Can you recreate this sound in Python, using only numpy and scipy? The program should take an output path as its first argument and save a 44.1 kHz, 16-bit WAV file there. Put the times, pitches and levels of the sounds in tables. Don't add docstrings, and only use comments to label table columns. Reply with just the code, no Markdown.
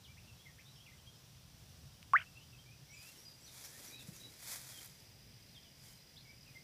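import sys
import numpy as np
from scipy import signal
from scipy.fft import rfft, irfft, next_fast_len
from scipy.io import wavfile

SR = 44100
rng = np.random.default_rng(int(sys.argv[2]) if len(sys.argv) > 2 else 0)


def log_audio(samples):
    frames = np.atleast_2d(samples).T
    limited = np.clip(frames, -1, 1)
    pcm = np.round(limited * 32767).astype(np.int16)
    wavfile.write(sys.argv[1], SR, pcm)


N = 292383

# start_s, pitch_hz, relative_level_db
WAKE_BUBBLES = [(2.1705, 1780, -28), (2.177, 1710, -31), (2.183, 1490, -35), (2.1842, 2210, -37),
                (2.185, 3080, -41), (2.1914, 2260, -37), (2.198, 1430, -33.5), (2.200, 2510, -43),
                (2.204, 2860, -37.5), (2.2135, 1470, -36.5), (2.2133, 2130, -39), (2.221, 2680, -39.5)]
# time_s, relative_level_db
CHURN_LEVEL = [(2.135, -100), (2.15, -63), (2.172, -49.5), (2.22, -52), (2.24, -64), (2.30, -110)]
# pitch_hz,
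# width_hz, gain_db
TUB_MODES = [(429.6, 160, -14), (645, 8.8, -0.5), (743, 8.4, -10)]
# start_s, peak_db, centre_hz, width_hz
TICK_EVENTS = [(2.0287, -39.5, 2700, 900), (2.1349, -38, 5200, 5000), (3.170, -50, 6500, 4000),
               (3.648, -42, 10000, 6000), (3.652, -41, 11000, 6000), (4.237, -43, 3500, 4000),
               (4.365, -48, 2000, 2000), (4.776, -38, 6500, 4000), (4.812, -42, 4000, 2500),
               (4.847, -35, 12500, 4000), (4.8597, -35, 12500, 3000), (4.862, -36, 12000, 4000)]
# peak_s, level_db, swell_s, fade_s
CLOTH_STROKES = [(3.04, -60, 0.053, 0.24), (3.61, -56.5, 0.14, 0.086), (3.652, -53.5, 0.014, .015),
                 (3.85, -54.5, 0.21, 0.097), (4.015, -58, 0.026, 0.036), (4.08, -60, 0.022, 0.025),
                 (4.16, -57, 0.056, 0.09), (4.33, -63, 0.11, .1), (4.532, -45.5, 0.098, 0.071),
                 (4.68, -53.5, 0.076, 0.23), (4.85, -59.5, 0.062, 0.033), (5.89, -60.5, 0.096, 0.084)]
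# frequency_hz, relative_density_db
CLOTH_SPECTRUM = [(250, -35), (500, -3), (1200, -4), (2100, 1.5), (2550, -1), (2800, -16.5), (3200, -0.5),
                  (5500, 2), (7200, 2), (8700, -0.5), (11200, 1), (13500, -2.5), (15500, -7)]
# start_s, peak_db, pitch_hz, rise_s
HAND_BUMPS = [(4.085, -41, 164, 0.006), (4.119, -55.5, 159, 0.0087)]
# time_s, level_db
GRIP_LEVEL = [(2.0, -89), (3.5, -78), (3.9, -72), (4.2, -66.5), (4.4, -80.5), (4.8, -78), (5.05, -94)]
# start_s, length_s, final_pitch_hz, upward_swoop_semitones, relative_level_db
BIRD_CHIRPS = [(.037, 0.035, 2840, -7.5, -60.5), (.082, 0.031, 2380, 1, -66), (.168, 0.029, 2880, 9.5, -65),
               (.275, 0.044, 2640, -1.5, -64.5), (.393, 0.041, 3420, 1, -63),
               (.453, 0.056, 1840, -4, -62.5), (.583, 0.028, 2750, 10.5, -63.5),
               (.649, 0.063, 4000, 2.5, -64), (.754, 0.025, 5350, 0, -66), (.802, 0.029, 3380, 2, -60),
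               (.86, 0.033, 2064, -6.5, -62), (.915, .027, 2130, 2.5, -67), (1.062, 0.033, 3280, 0.5, -61),
               (1.149, .03, 5240, 1, -64), (2.259, 0.028, 2730, 1, -66), (2.354, 0.032, 2694, 0.4, -58.5),
               (2.402, 0.048, 3100, 1.5, -66.5), (2.526, 0.028, 2560, -1.5, -62.5),
               (2.583, 0.034, 3190, 0.5, -64), (2.892, 0.05, 5810, 1, -60.5),
               (2.925, 0.032, 6800, -3.5, -62), (2.935, 0.023, 2610, 0.5, -60),
               (2.961, .062, 4840, -1, -59), (3.173, 0.065, 5950, 2, -61), (3.249, 0.05, 4810, -0.6, -55),
               (3.314, .06, 4850, 0.5, -63), (3.396, 0.041, 8000, 1.4, -65.5),
               (3.431, 0.038, 6020, 1.5, -58), (3.459, 0.042, 3620, -5, -60),
               (3.633, 0.0286, 6050, 4.5, -51.5), (3.865, 0.042, 5630, -1.5, -57),
               (3.917, 0.076, 3880, 0, -56), (3.974, 0.046, 3410, -5.5, -60),
               (4.143, .053, 5620, -3.7, -61), (4.197, 0.093, 3890, 0.2, -57),
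               (4.714, 0.058, 3210, -1.4, -61.5), (4.776, 0.025, 3180, 0.6, -55.5),
               (5.545, 0.048, 3117, -3.5, -60), (5.629, .049, 2950, -4.5, -63.5),
               (6.163, 0.034, 4380, 6, -57.5), (6.25, .045, 2170, -1, -64.5),
               (6.285, .035, 2330, 0.5, -61.5), (6.462, 0.04, 2440, -2, -65.5),
               (6.545, .035, 2060, -1, -62), (6.575, .03, 2220, 2, -64)]
# start_s, end_s
SONG_SPELLS = [(0, 1.2), (2.199, 4.3), (5.4, 6.6)]
# start_s, length_s, start_pitch_hz, relative_level_db
BIRD_WHISTLES = [(2.652, 0.1, 2280, -67), (2.88, 0.15, 2135, -63.5), (3.006, .11, 2460, -63.5),
                 (3.663, 0.23, 1625, -69.5), (3.894, .13, 2324, -63.5)]
# time_s, relative_level_db
INSECT_LEVEL = [(0, -80.5), (4.4, -64), (4.95, -63.5), (6.63, -62)]
# time_s, relative_level_db
RUMBLE_LEVEL = [(0.0, -61), (0.44, -63), (0.87, -66.5), (1.09, -65.5), (1.51, -64.5), (2.05, -60.5),
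                (2.38, -65), (3.55, -69), (4.15, -65.5), (4.34, -67.5), (4.8, -68.5), (5.28, -63.5),
                (5.69, -66), (6.63, -67)]
# centre_hz, width_hz, level_db
DRONE_BANDS = [(128, 14.5, -70), (4954, 340, -78), (5566, 144, -76.5), (5970, 80, -79)]
# frequency_hz, over_water_db, at_rim_db
GARDEN_SPECTRA = [(25.4, -19.5, -11.5), (65, -1, -5), (125.6, 2, -0.5), (199, -8.5, -6.5),
                  (313, -18.5, -17.5), (701, -20.5, -22), (1270, -23.5, -29.5), (2020, -25, -22),
                  (3376, -20, -23.5), (3880, -22, -24), (6040, -22, -24), (6390, -25.5, -29),
                  (10000, -28.5, -30.5), (15500, -30, -31)]
# time_s, fraction_of_way
RIM_APPROACH = [(2.6, 0), (4.6, 0.85)]


def plop(start_s=2.1347, deep_hz=1085, surface_hz=2600, climb_s=0.0505, hold_s=0.0305, t60_s=0.034):
    pinch_s, surge_s, fade_s = 0.0001, 0.0055, 0.0061
    ring_db, surge_db, crack_db = -21, 3.0, -17
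    t = np.arange(0, hold_s + t60_s, 1 / SR)
    risen = np.sin(np.pi / 2 * np.minimum(t / climb_s, 1)) ** 2
    hz = deep_hz * (surface_hz / deep_hz) ** risen
    release = np.exp(-np.log(1000) * np.maximum(t - hold_s, 0) / t60_s)
    level = from_db(ring_db + surge_db * np.exp(-(t / surge_s) ** 2)) * release
    fade = np.clip((t[-1] - t) / fade_s, 0, 1)
    ring = level * (1 - np.exp(-t / pinch_s)) * fade * glide(hz)
    crack = cut(resonate(signal.unit_impulse(len(t)), hz=1800, width_hz=650), 3600, "low")
    out = np.zeros(N)
    add(out, start_s, ring + level[0] * from_db(crack_db) * crack / crack.max())
    return out * from_db(1.45 * drift(301))


def bubbles(pinch_s=0.0017, t60_s=0.024, rise_oct_per_s=21.5, snap_db=-9):
    out, t = np.zeros(N), np.arange(int(t60_s * SR)) / SR
    envelope = np.exp(-np.log(1000) * t / t60_s) * (1 - np.exp(-t / pinch_s))
    snap = resonate(signal.unit_impulse(len(t)), hz=1100, width_hz=1500)
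    snap = cut(snap / snap.max(), 2200, "low")
    for start_s, hz, db in WAKE_BUBBLES:
        ring = envelope * glide(hz * 2 ** (rise_oct_per_s * t))
        add(out, start_s, from_db(db) * (ring + from_db(snap_db) * snap))
    return out


def churn(births_per_s=1200, low_hz=1400, high_hz=3300, quality=9, sizes=14):
    births = rng.standard_normal(N) * (rng.random(N) < births_per_s / SR)
    size = rng.integers(0, sizes, N)
    rings = sum(resonate(births * (size == k) + 1e-18, hz, hz / quality) / hz
                for k, hz in enumerate(np.linspace(low_hz, high_hz, sizes)))
    return rms_one(cut(rings, high_hz, "low")) * from_db(in_time(CHURN_LEVEL)[0])


def water(band_hz=(830, 3300), echo_db=-27):
    rings = plop() + bubbles() + churn()
    direct = signal.sosfilt(signal.butter(4, band_hz, "band", fs=SR, output="sos"), rings)
    wall = sum(from_db(db) * resonate(rings, hz, width_hz) for hz, width_hz, db in TUB_MODES)
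    return direct + wall + from_db(echo_db) * echoes(direct, t60_s=0.1, gap_s=0.0039)


def ticks():
    out = np.zeros(N)
    for start_s, db, hz, width_hz in TICK_EVENTS:
        snap = resonate(signal.unit_impulse(SR // 100), hz, width_hz)
        add(out, start_s, from_db(db) * snap / np.abs(snap).max())
    return out


def rustle(catches_per_s=420, catch_db=-6, clump_db=5, uneven_db=1.27):
    sizes = from_db(4 * np.minimum(rng.exponential(1, N), 3)) * rng.choice([-1, 1], N)
    caught = rng.random(N) < catches_per_s * from_db(clump_db * drift(25)) / SR
    friction = rng.standard_normal(N) + from_db(catch_db) * rms_one(sizes * caught)
    return coloured(friction, CLOTH_SPECTRUM) * cloth_envelope() * from_db(uneven_db * drift(31))


def cloth_envelope(roundness=1.6):
    t, power = np.arange(N) / SR, 0
    for peak_s, db, swell_s, fade_s in CLOTH_STROKES:
        from_peak = np.maximum((peak_s - t) / swell_s, (t - peak_s) / fade_s)
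        power += (from_db(db) * np.exp(-np.minimum(from_peak, 10) ** roundness)) ** 2
    return np.sqrt(power)


def bumps():
    out, t = np.zeros(N), np.arange(SR // 10) / SR
    for start_s, db, hz, rise_s in HAND_BUMPS:
        swell = t / rise_s * np.exp((1 - (t / rise_s) ** 2) / 2)
        add(out, start_s, from_db(db) * swell * np.sin(2 * np.pi * hz * t))
    return out


def grip(hz=260, width_hz=200, lumpy_db=3):
    rub = resonate(resonate(rng.standard_normal(N), hz, width_hz), hz, 2 * width_hz)
    return rms_one(rub) * from_db(in_time(GRIP_LEVEL)[0] + lumpy_db * drift(20))


def birds(waver=0.009, flutter_db=1.65, direct_db=2.5, scatter_hz=5000):
    song, wobble = np.zeros(N), 1 + waver * drift(135)
    for start_s, hz, db in bird_notes():
        progress = np.linspace(0, 1, len(hz))
        envelope = np.sqrt(np.abs(np.sin(np.pi * progress ** 0.76)))
        hz = hz * wobble.take(int(start_s * SR) + np.arange(len(hz)), mode="wrap")
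        add(song, start_s, from_db(db) * envelope * glide(hz))
    song *= from_db(flutter_db * drift(56))
    direct = signal.sosfilt(signal.butter(1, scatter_hz, fs=SR, output="sos"), song)
    return from_db(direct_db) * direct + echoes(song, t60_s=0.24, gap_s=0.0031)


def bird_notes(whistle_oct_per_s=1.9):
    for start_s, length_s, hz, swoop, db in list(BIRD_CHIRPS) + faint_chirps():
        swoop_left = np.linspace(1, 0, int(length_s * SR)) ** 2
        yield start_s, hz * 2 ** (-swoop * swoop_left / 12), db
    for start_s, length_s, hz, db in BIRD_WHISTLES:
        t = np.arange(int(length_s * SR)) / SR
        yield start_s, hz * 2 ** (whistle_oct_per_s * t), db


def faint_chirps(per_spell=8, length_s=0.0345, low_hz=2600, high_hz=5200, swoop_semitones=4, db=-70):
    return [(start_s + when * (end_s - start_s), length_s, low_hz * (high_hz / low_hz) ** height,
             swoop_semitones * (2 * lean - 1), db)
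            for start_s, end_s in SONG_SPELLS for when, height, lean in rng.random((per_spell, 3))]


def insect(top_hz=5230, bottom_hz=4650, stroke_s=0.013, period_s=0.0185, rest_s=0.012, uneven_db=1.3):
    out, start_s = np.zeros(N), 0
    progress = np.linspace(0, 1, int(stroke_s * SR))
    stroke = np.sin(np.pi * progress) * glide(top_hz + (bottom_hz - top_hz) * progress)
    for chance, *strengths in rng.random((200, 5)):
        for strength in strengths[:4 if chance < 0.3 else 3]:
            add(out, start_s, stroke * from_db(uneven_db * (2 * strength - 0.5)))
            start_s += period_s * (1 + 0.12 * (strength - 0.5))
        start_s += rest_s
    return out * from_db(in_time(INSECT_LEVEL)[0])


def garden(split_hz=300, rumble_lift_db=1.2, swell_db=1.7, hiss_db=-64, restless_db=0.47):
    rumble = rms_one(cut(garden_noise(), split_hz, "low"))
    hiss = rms_one(cut(cut(garden_noise(), split_hz, "high"), split_hz / 2, "high"))
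    drones = 0
    for hz, width_hz, db in DRONE_BANDS:
        band = resonate(rng.standard_normal(N), hz, 2 * width_hz)
        drones += from_db(db) * rms_one(resonate(band, hz, 2 * width_hz))
    rumble *= from_db(in_time(RUMBLE_LEVEL)[0] + rumble_lift_db + swell_db * drift(5))
    hiss *= from_db(hiss_db + restless_db * drift(4.2))
    return rumble + hiss + drones


def garden_noise():
    nearness = np.clip(in_time(RIM_APPROACH)[0], 0, 1)
    spectra = np.array(GARDEN_SPECTRA)
    over_water, at_rim = (coloured(rng.standard_normal(N), spectra[:, [0, k]]) for k in (1, 2))
    return np.sqrt(1 - nearness) * over_water + np.sqrt(nearness) * at_rim


def echoes(x, t60_s, gap_s):
    t = np.arange(SR) / SR
    response = rng.standard_normal(SR) * np.exp(-np.log(1000) * t / t60_s) * (t > gap_s)
    return signal.fftconvolve(x, response / np.linalg.norm(response))[:N]


def resonate(x, hz, width_hz):
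    r = np.exp(-np.pi * width_hz / SR)
    feedback = [1, -2 * r * np.cos(2 * np.pi * hz / SR), r * r]
    return signal.lfilter(np.array([1, 0, -1]) * (1 - r * r) / 2, feedback, x)


def glide(hz):
    return np.sin(2 * np.pi * np.cumsum(hz) / SR)


def cut(x, hz, kind):
    return signal.sosfilt(signal.butter(2, hz, kind, fs=SR, output="sos"), x)


def coloured(x, spectrum):
    hz, db = np.transpose(spectrum)
    size = next_fast_len(N)
    bins_hz = np.maximum(np.fft.rfftfreq(size, 1 / SR), 1)
    gain = from_db(np.interp(np.log(bins_hz), np.log(hz), db))
    return rms_one(irfft(rfft(x, size) * gain, size)[:N])


def drift(rate_hz, step=40, settle=2000):
    r = np.exp(-2 * np.pi * step * rate_hz / SR)
    noise = rng.standard_normal(N // step + settle + 2)
    slow = signal.lfilter([1], [1, -2 * r, r * r], noise)[settle:]
    return np.interp(np.arange(N) / step, np.arange(len(slow)), rms_one(slow))


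def in_time(rows):
    time_s, *columns = np.transpose(rows)
    return [np.interp(np.arange(N) / SR, time_s, column) for column in columns]


def add(out, start_s, sound):
    at = int(np.clip(round(start_s * SR), 0, N))
    out[at:at + len(sound)] += sound[:N - at]


def from_db(db):
    return 10 ** (np.asarray(db) / 20)


def rms_one(x):
    return x / np.sqrt(np.mean(x ** 2) + 1e-20)


def scene(insect_direct_db=1.0, insect_echo_db=-9):
    wings = insect()
    wing_echo = echoes(wings, t60_s=0.32, gap_s=0.0054)
    trill = from_db(insect_direct_db) * wings + from_db(insect_echo_db) * wing_echo
    return (water() + ticks() + bumps() + grip() + rustle() + birds() + trill + garden())[None]


def record(dry, low_hz=28, high_hz=15400):
    low_pass = signal.ellip(12, 0.1, 70, high_hz, fs=SR, output="sos")
    return signal.sosfilt(low_pass, cut(dry, low_hz, "high"))


dry = scene()
out = record(dry)
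log_audio(out)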